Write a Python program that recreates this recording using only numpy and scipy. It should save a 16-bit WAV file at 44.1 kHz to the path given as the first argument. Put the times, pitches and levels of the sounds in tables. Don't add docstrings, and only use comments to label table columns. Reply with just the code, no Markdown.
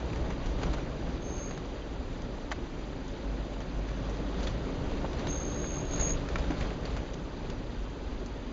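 import sys
import numpy as np
from scipy import signal
from scipy.io import wavfile
from scipy.ndimage import uniform_filter1d

SR = 44100
rng = np.random.default_rng(int(sys.argv[2]) if len(sys.argv) > 2 else 0)


def digitize_waveform(pressure):
    field = np.atleast_2d(pressure).T
    bounded = np.clip(field, -1, 1)
    quanta = np.round(bounded * 32767).astype(np.int16)
    wavfile.write(sys.argv[1], SR, quanta)


N = 375732
TIME = np.arange(N) / SR
USUAL_ROAR_DB = -39.5

# time_s, firing_hz, level_db
ENGINE_CURVE = [(0, 56.06, -36.5), (.6, 61.3, -43.5), (1.5, 55.75, -45.5), (2.1, 50.9, -49),
                (3.15, 49.4, -48.5), (3.3, 49.2, -32), (3.7, 49.06, -38.5), (4.15, 49.6, -36),
                (4.4, 49.5, -37.5), (4.7, 62.66, -44.5), (5.4, 65.8, -43), (6, 64.2, -45),
                (6.6, 55.67, -38.5), (7.2, 49.3, -43), (8.52, 48.9, -43.5)]


def from_db(db):
    return 10 ** (np.asarray(db) / 20)


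def rms_one(x):
    return x / np.sqrt(np.mean(x ** 2) + 1e-20)


def in_time(rows):
    time_s, *columns = np.transpose(rows)
    return [np.interp(TIME, time_s, column) for column in columns]


def drift(rate_hz):
    step, warmup = 20, 4000
    r = np.exp(-2 * np.pi * rate_hz * step / SR)
    noise = rng.standard_normal(N // step + warmup + 2)
    slow = signal.lfilter([1], [1, -2 * r, r * r], noise)[warmup:]
    return np.interp(np.arange(N) / step, np.arange(len(slow)), rms_one(slow))


def band(x, low_hz, high_hz):
    sos = signal.butter(2, [low_hz, min(high_hz, SR / 2 - 1)], "band", fs=SR, output="sos")
    return signal.sosfilt(sos, x + 1e-18)


def mode_noise(hz, stage_width_hz):
    r = np.exp(-np.pi * stage_width_hz / SR)
    b = np.array([1, 0, -1]) * (1 - r * r) / 2
    a = [1, -2 * r * np.cos(2 * np.pi * hz / SR), r * r]
    return rms_one(signal.lfilter(b, a, signal.lfilter(b, a, rng.standard_normal(N))))


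def coloured(drives, spectrum, flicker_db, flicker_hz):
    knots_hz, knots_db = np.transpose(spectrum)
    count = int(3 * np.log2(knots_hz[-1] / knots_hz[0])) + 1
    edges_hz = np.geomspace(knots_hz[0], knots_hz[-1], count + 1)
    out = np.zeros(N)
    for k, (low_hz, high_hz) in enumerate(zip(edges_hz, edges_hz[1:])):
        band_db = np.interp(np.log(np.sqrt(low_hz * high_hz)), np.log(knots_hz), knots_db)
        out += from_db(band_db + flicker_db * drift(flicker_hz)) * band(drives[k % 2], low_hz, high_hz)
    return rms_one(out)


def grains(per_s, spread_db):
    sizes = from_db(spread_db * np.minimum(rng.exponential(1, N), 4.5)) * rng.choice([-1, 1], N)
    return rms_one(sizes * (rng.random(N) < per_s / SR))


def decays(starts_s, levels_db, t60s_s):
    envelope = np.zeros(N)
    for start_s, level_db, t60_s in zip(starts_s, levels_db, t60s_s):
        start = round(start_s * SR)
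        age_s = TIME[:min(SR // 4, N - start)]
        envelope[start:start + len(age_s)] += from_db(level_db - 60 * age_s / t60_s)
    return uniform_filter1d(envelope, size=SR // 800)


def ride():
    # time_s, roar_db
    pace = [(0, -38), (.2, -40.5), (.7, -38.5), (1.3, -41.5), (1.8, -41.5), (2.6, -42), (3.6, -41),
            (4.5, -37.5), (5.3, -37.5), (5.8, -38), (6.1, -38), (6.6, -39), (7.1, -41.5), (7.75, -43),
            (8.52, -42.5)]
    # peak_s, boom_db, roar_db, crunch_db
    ruts = [(.24, 7.5, 3.5, 2), (.5, 8.5, 1, 1), (.7, 7.5, 3, 1.5), (1.1, 3.5, 3.5, 1.5), (1.35, 1, 3, 0.5),
            (1.53, -0.5, 1.5, 1), (2.03, 3, -0.5, -0.5), (3.34, -1, 2, -0.5), (3.8, 5, 1, -1),
            (4.44, 4.5, 1, 3), (4.93, 4.5, 0.5, 0), (5.23, 1, 1.5, 2), (5.99, 6, 2, 5), (6.131, 6, 1, 2.5),
            (6.41, 8, 2.5, 4.5), (6.63, 6, 2.5, 4), (6.94, 5.5, 3, 3.5), (7.5, 4, 3, 1.5),
            (7.8, 5, -2, 1.5), (8.1, 5.5, 1, 1)]
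    ramp_s = 0.14
    pace_db = in_time(pace)[0] - USUAL_ROAR_DB
    lifts_db = np.zeros((3, N))
    for peak_s, *lift_db in ruts:
        lifts_db += np.outer(lift_db, np.interp(TIME - peak_s, [-ramp_s, 0, ramp_s], [0, 1, 0]))
    boom_db = -38.5 + 0.61 * pace_db + lifts_db[0]
    roar_db = USUAL_ROAR_DB + pace_db + lifts_db[1]
    crunch_db = -49.5 + 0.75 * pace_db + lifts_db[2]
    return boom_db, roar_db, crunch_db


def boom(level_db):
    # pitch_hz, nominal_width_hz, relative_db
    modes = [(20.3, 9.6, -8), (29.6, 13, 0.5), (45.84, 5, -2.5), (63.2, 15, -3.5)]
    shake = sum(from_db(db) * mode_noise(hz, 1.3 * width_hz) for hz, width_hz, db in modes)
    swell = np.sqrt(uniform_filter1d(shake ** 2, size=SR // 8) + 1e-9)
    _, engine_db = in_time(ENGINE_CURVE)
    road_share = np.sqrt(np.clip(1 - from_db(engine_db - level_db) ** 2, 0.3, 1))
    return from_db(level_db) * road_share * shake / swell


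def tyres(level_db):
    # frequency_hz, relative_density_db
    spectrum = [(60, -10.5), (90, -0.5), (120, 0), (180, -1.5), (220, -3.5), (280, -3), (330, -3),
                (410, -4.5), (560, -6), (700, -14), (900, -15), (1400, -26), (3000, -32)]
    # pitch_hz, nominal_width_hz, usual_level_db, db_per_roar_db
    panels = [(119.7, 16, -56, 0.5), (165.6, 35, -49, 2), (246, 22, -54, -0.2), (278.7, 26, -50.5, 0.2),
              (355.6, 70, -52, .1), (595, 89, -54, 1.5), (832, 70, -60.5, 0.4)]
    drives = [grains(per_s=1300, spread_db=3) for _ in range(2)]
    roar = from_db(level_db - 0.62) * coloured(drives, spectrum, flicker_db=0.95, flicker_hz=12)
    drumming = np.zeros(N)
    for hz, width_hz, usual_db, db_per_roar_db in panels:
        panel_db = usual_db + db_per_roar_db * (level_db - USUAL_ROAR_DB)
        drumming += from_db(panel_db) * mode_noise(hz, 1.8 * width_hz)
    return roar + drumming


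def gravel(level_db):
    # frequency_hz, relative_density_db
    spectrum = [(500, -3.5), (900, 7), (1300, 6.5), (2000, 2), (2600, 0), (3400, 0.5), (4800, -3.5),
                (6300, -7.5), (7000, -9.5), (7800, -14)]
    clumps = from_db(2.2 * drift(11))
    crackle_share = from_db(-6 + 1.6 * (level_db - np.mean(level_db)))
    drives = [rng.standard_normal(N) + crackle_share * clumps * grains(per_s=1200, spread_db=2.5)
              for _ in range(2)]
    drives = np.array(drives) / np.sqrt(1 + crackle_share ** 2)
    return from_db(level_db) * coloured(drives, spectrum, flicker_db=1.46, flicker_hz=46)


def engine():
    # order, relative_db
    harmonics = [(1, -1), (2, -12.5), (3, -24.5), (4, -21)]
    usual_db, overtone_follow = -44, 0.24
    firing_hz, level_db = in_time(ENGINE_CURVE)
    overtone_db = usual_db + overtone_follow * (level_db - usual_db)
    phase = 2 * np.pi * np.cumsum(firing_hz * (1 + 0.011 * drift(3.33))) / SR
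    out = np.zeros(N)
    for order, relative_db in harmonics:
        rms_db = (level_db if order == 1 else overtone_db) + relative_db + 1.9 * drift(8.6)
        out += from_db(rms_db) * np.sqrt(2) * np.sin(order * phase + 2 * np.pi * rng.random())
    return out


def whine(hz, level_db):
    flutter = 0.9 + 0.4 * drift(12)
    phase = 2 * np.pi * np.cumsum(hz * (1 + 0.008 * drift(14))) / SR
    return from_db(level_db) * flutter * np.sqrt(2) * np.sin(phase)


def gears():
    # time_s, pitch_hz, level_db
    axle = [(0, 277.2, -61), (2.1, 254.6, -52), (3.8, 262.9, -58.5), (4.7, 272, -49), (6, 289.9, -45.5),
            (6.4, 276.8, -47.5), (7.0, 250, -61), (7.4, 240.5, -54), (8.52, 241, -49.5)]
    crest_s, crest_hz, crest_db = 5.48, 362, -46.5
    sag_hz_per_s, turn_s, fade_db_per_hz = 42, 0.7, 0.9
    sag_hz = sag_hz_per_s * (np.hypot(TIME - crest_s, turn_s) - turn_s)
    return whine(*in_time(axle)) + whine(crest_hz - sag_hz, crest_db - fade_db_per_hz * sag_hz)


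def stones():
    # start_s, thud_db, clack_db, crack_db, t60_s
    hits = [(.101, -40, -45, -54, .05), (.132, -43, -40, -49, 0.039), (0.158, -35.5, -46, -49, 0.04),
            (.259, -38, -49, -54, .04), (.302, -41, -42, -50, 0.11), (0.459, -37.5, -44, -43.5, 0.059),
            (0.615, -40, -45, -44, 0.04), (.625, -40, -44, -51, 0.044), (0.632, -31.5, -37, -41, 0.07),
            (.732, -44, -43, -42, 0.033), (.7375, -40, -38.5, -46, 0.066), (.783, -44, -41, -50, 0.06),
            (1.509, -43, -39.5, -48, 0.047), (1.576, -46, -44, -48.5, 0.054),
            (2.218, -50, -52, -47.5, 0.046), (2.5093, -45, -46, -42, 0.014),
            (2.5156, -31, -26.5, -35, 0.014), (2.5202, -32, -32.5, -40.5, 0.048),
            (3.079, -52, -52, -47, .035), (3.604, -41, -40.5, -50, 0.08), (4.43, -60, -53, -43.5, 0.14),
            (4.47, -40, -41, -44, 0.068), (5.131, -47, -48, -46, .04), (5.268, -43, -39, -44, 0.06),
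            (5.642, -44, -38.5, -54, 0.045), (5.935, -36, -47, -43, 0.048), (5.998, -45, -38, -40, 0.043),
            (6.022, -34, -40, -43, 0.053), (6.103, -44, -46, -42, .05), (6.287, -46, -38, -41.5, .04),
            (6.3564, -38, -32, -45, 0.051), (6.384, -41.5, -45, -45, 0.09),
            (6.504, -35.5, -43.5, -51, 0.15), (6.607, -48, -35, -41, 0.038), (6.704, -49, -40.5, -49, .06),
            (6.853, -42, -45, -49, 0.057), (6.966, -40, -40, -45.5, 0.069), (7.141, -50, -47, -42, 0.021),
            (7.499, -53, -45, -45, 0.052), (8.26, -53, -52, -49, 0.029)]
    start_s, thud_db, clack_db, crack_db, t60_s = np.transpose(hits)
    graze = from_db(2.5 * drift(230))
    thud = rms_one(band(rng.standard_normal(N), 380, 900)) * decays(start_s, thud_db, t60_s)
    clack = rms_one(band(graze * rng.standard_normal(N), 900, 2300)) * decays(start_s, clack_db, t60_s)
    crack = rms_one(band(graze * rng.standard_normal(N), 2400, 7000)) * decays(start_s, crack_db, t60_s)
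    return thud + clack + crack


def short_rings(events, attack_cycles, rattle_db, rattle_ratio):
    rattle_decay_s = 0.0071
    out = np.zeros(N)
    for start_s, level_db, hz, t60_s in events:
        start = round(start_s * SR)
        age_s = TIME[:min(SR // 5, N - start)]
        ring = np.sin(2 * np.pi * hz * age_s) * from_db(-60 * age_s / t60_s)
        noise = rms_one(band(rng.standard_normal(len(age_s)), hz / rattle_ratio, hz * rattle_ratio))
        rattle = from_db(rattle_db) * noise * np.exp(-age_s / rattle_decay_s)
        attack = 1 - np.exp(-age_s * hz / attack_cycles)
        out[start:start + len(age_s)] += from_db(level_db) * attack * (ring + rattle)
    return out


def trim():
    # start_s, level_db, pitch_hz, t60_s
    chinks = [(.66, -50, 5840, .09), (.813, -55, 5700, 0.13), (1.125, -57, 5670, 0.058),
              (1.655, -53, 6396, 0.02), (1.82, -50, 3100, 0.1), (1.912, -56, 5740, 0.059),
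              (3.079, -51, 6400, 0.02), (4.096, -46, 5703, 0.029), (4.472, -37, 3360, 0.021),
              (4.474, -41, 3740, 0.03), (5.27, -39, 3880, .025), (6.853, -41, 4600, 0.029),
              (7.135, -45, 5760, 0.035), (8.261, -46, 6300, 0.018)]
    return short_rings(chinks, attack_cycles=0.1, rattle_db=-4.5, rattle_ratio=1.23)


def brake():
    # time_s, level_db
    squeals = [
        [(1.19, -68), (1.248, -52.5), (1.446, -46), (1.584, -62.5), (1.6, -83.5)],
        [(5.26, -63), (5.298, -39.5), (5.516, -47), (5.802, -43), (5.82, -53), (5.9, -50.5), (5.936, -38),
         (5.982, -46), (6.008, -32.5), (6.122, -36), (6.18, -68)],
    ]
    start_hz, rise_hz_per_s, chatter_hz, scrape_db, fade_s = 6450, 200, 106, -31, 0.027
    out = np.zeros(N)
    for curve in squeals:
        level_db, = in_time(curve)
        age_s, left_s = TIME - curve[0][0], curve[-1][0] - TIME
        contact = np.clip(np.minimum(age_s, left_s) / fade_s, 0, 1)
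        hz = start_hz + rise_hz_per_s * age_s
        chatter_phase = 2 * np.pi * np.cumsum(chatter_hz * (1 + 0.1 * drift(25))) / SR
        phase = 2 * np.pi * np.cumsum(hz + 8 * drift(45)) / SR
        below = 2.9 * drift(25) * np.sin(phase - chatter_phase)
        above = (0.42 + 0.42 * drift(28)) * np.sin(phase + chatter_phase)
        centre = (1 + 2.4 * drift(60)) * np.sin(phase)
        tone = band(centre + below + above, 6300, 6820)
        swing = np.sqrt(uniform_filter1d(tone ** 2, size=SR // 50) + 1e-9)
        scrape = from_db(scrape_db) * rms_one(band(rng.standard_normal(N), 5600, 7300))
        out += contact * from_db(level_db) * (tone / swing + scrape)
    return out


def knocks_and_bursts():
    # start_s, level_db, pitch_hz, t60_s
    events = [(2.5194, -22, 760, 0.014), (4.088, -26, 700, .011), (4.918, -27, 783, 0.012),
              (5.0448, -13.5, 650, 0.011), (5.050, -25, 1150, 0.012), (5.0558, -18, 480, .008),
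              (6.357, -33, 1330, 0.055), (6.5015, -17.5, 290, .058)]
    return short_rings(events, attack_cycles=0.43, rattle_db=-16.5, rattle_ratio=1.27)


def scene():
    boom_db, roar_db, crunch_db = ride()
    road = boom(boom_db) + tyres(roar_db) + gravel(crunch_db)
    transients = knocks_and_bursts() + trim() + stones()
    return (road + transients + engine() + gears() + brake())[None, :]


def record(dry):
    highpass_hz, notch_hz, lowpass_hz, stopband_hz = 15, 5430, 8600, 7900
    x = signal.sosfilt(signal.butter(2, highpass_hz, "high", fs=SR, output="sos"), dry)
    x = signal.lfilter(*signal.iirnotch(notch_hz, Q=11, fs=SR), x)
    x = signal.sosfilt(signal.butter(16, lowpass_hz, fs=SR, output="sos"), x)
    return signal.sosfilt(signal.cheby2(12, 45, stopband_hz, fs=SR, output="sos"), x)


dry = scene()
out = record(dry)
digitize_waveform(out)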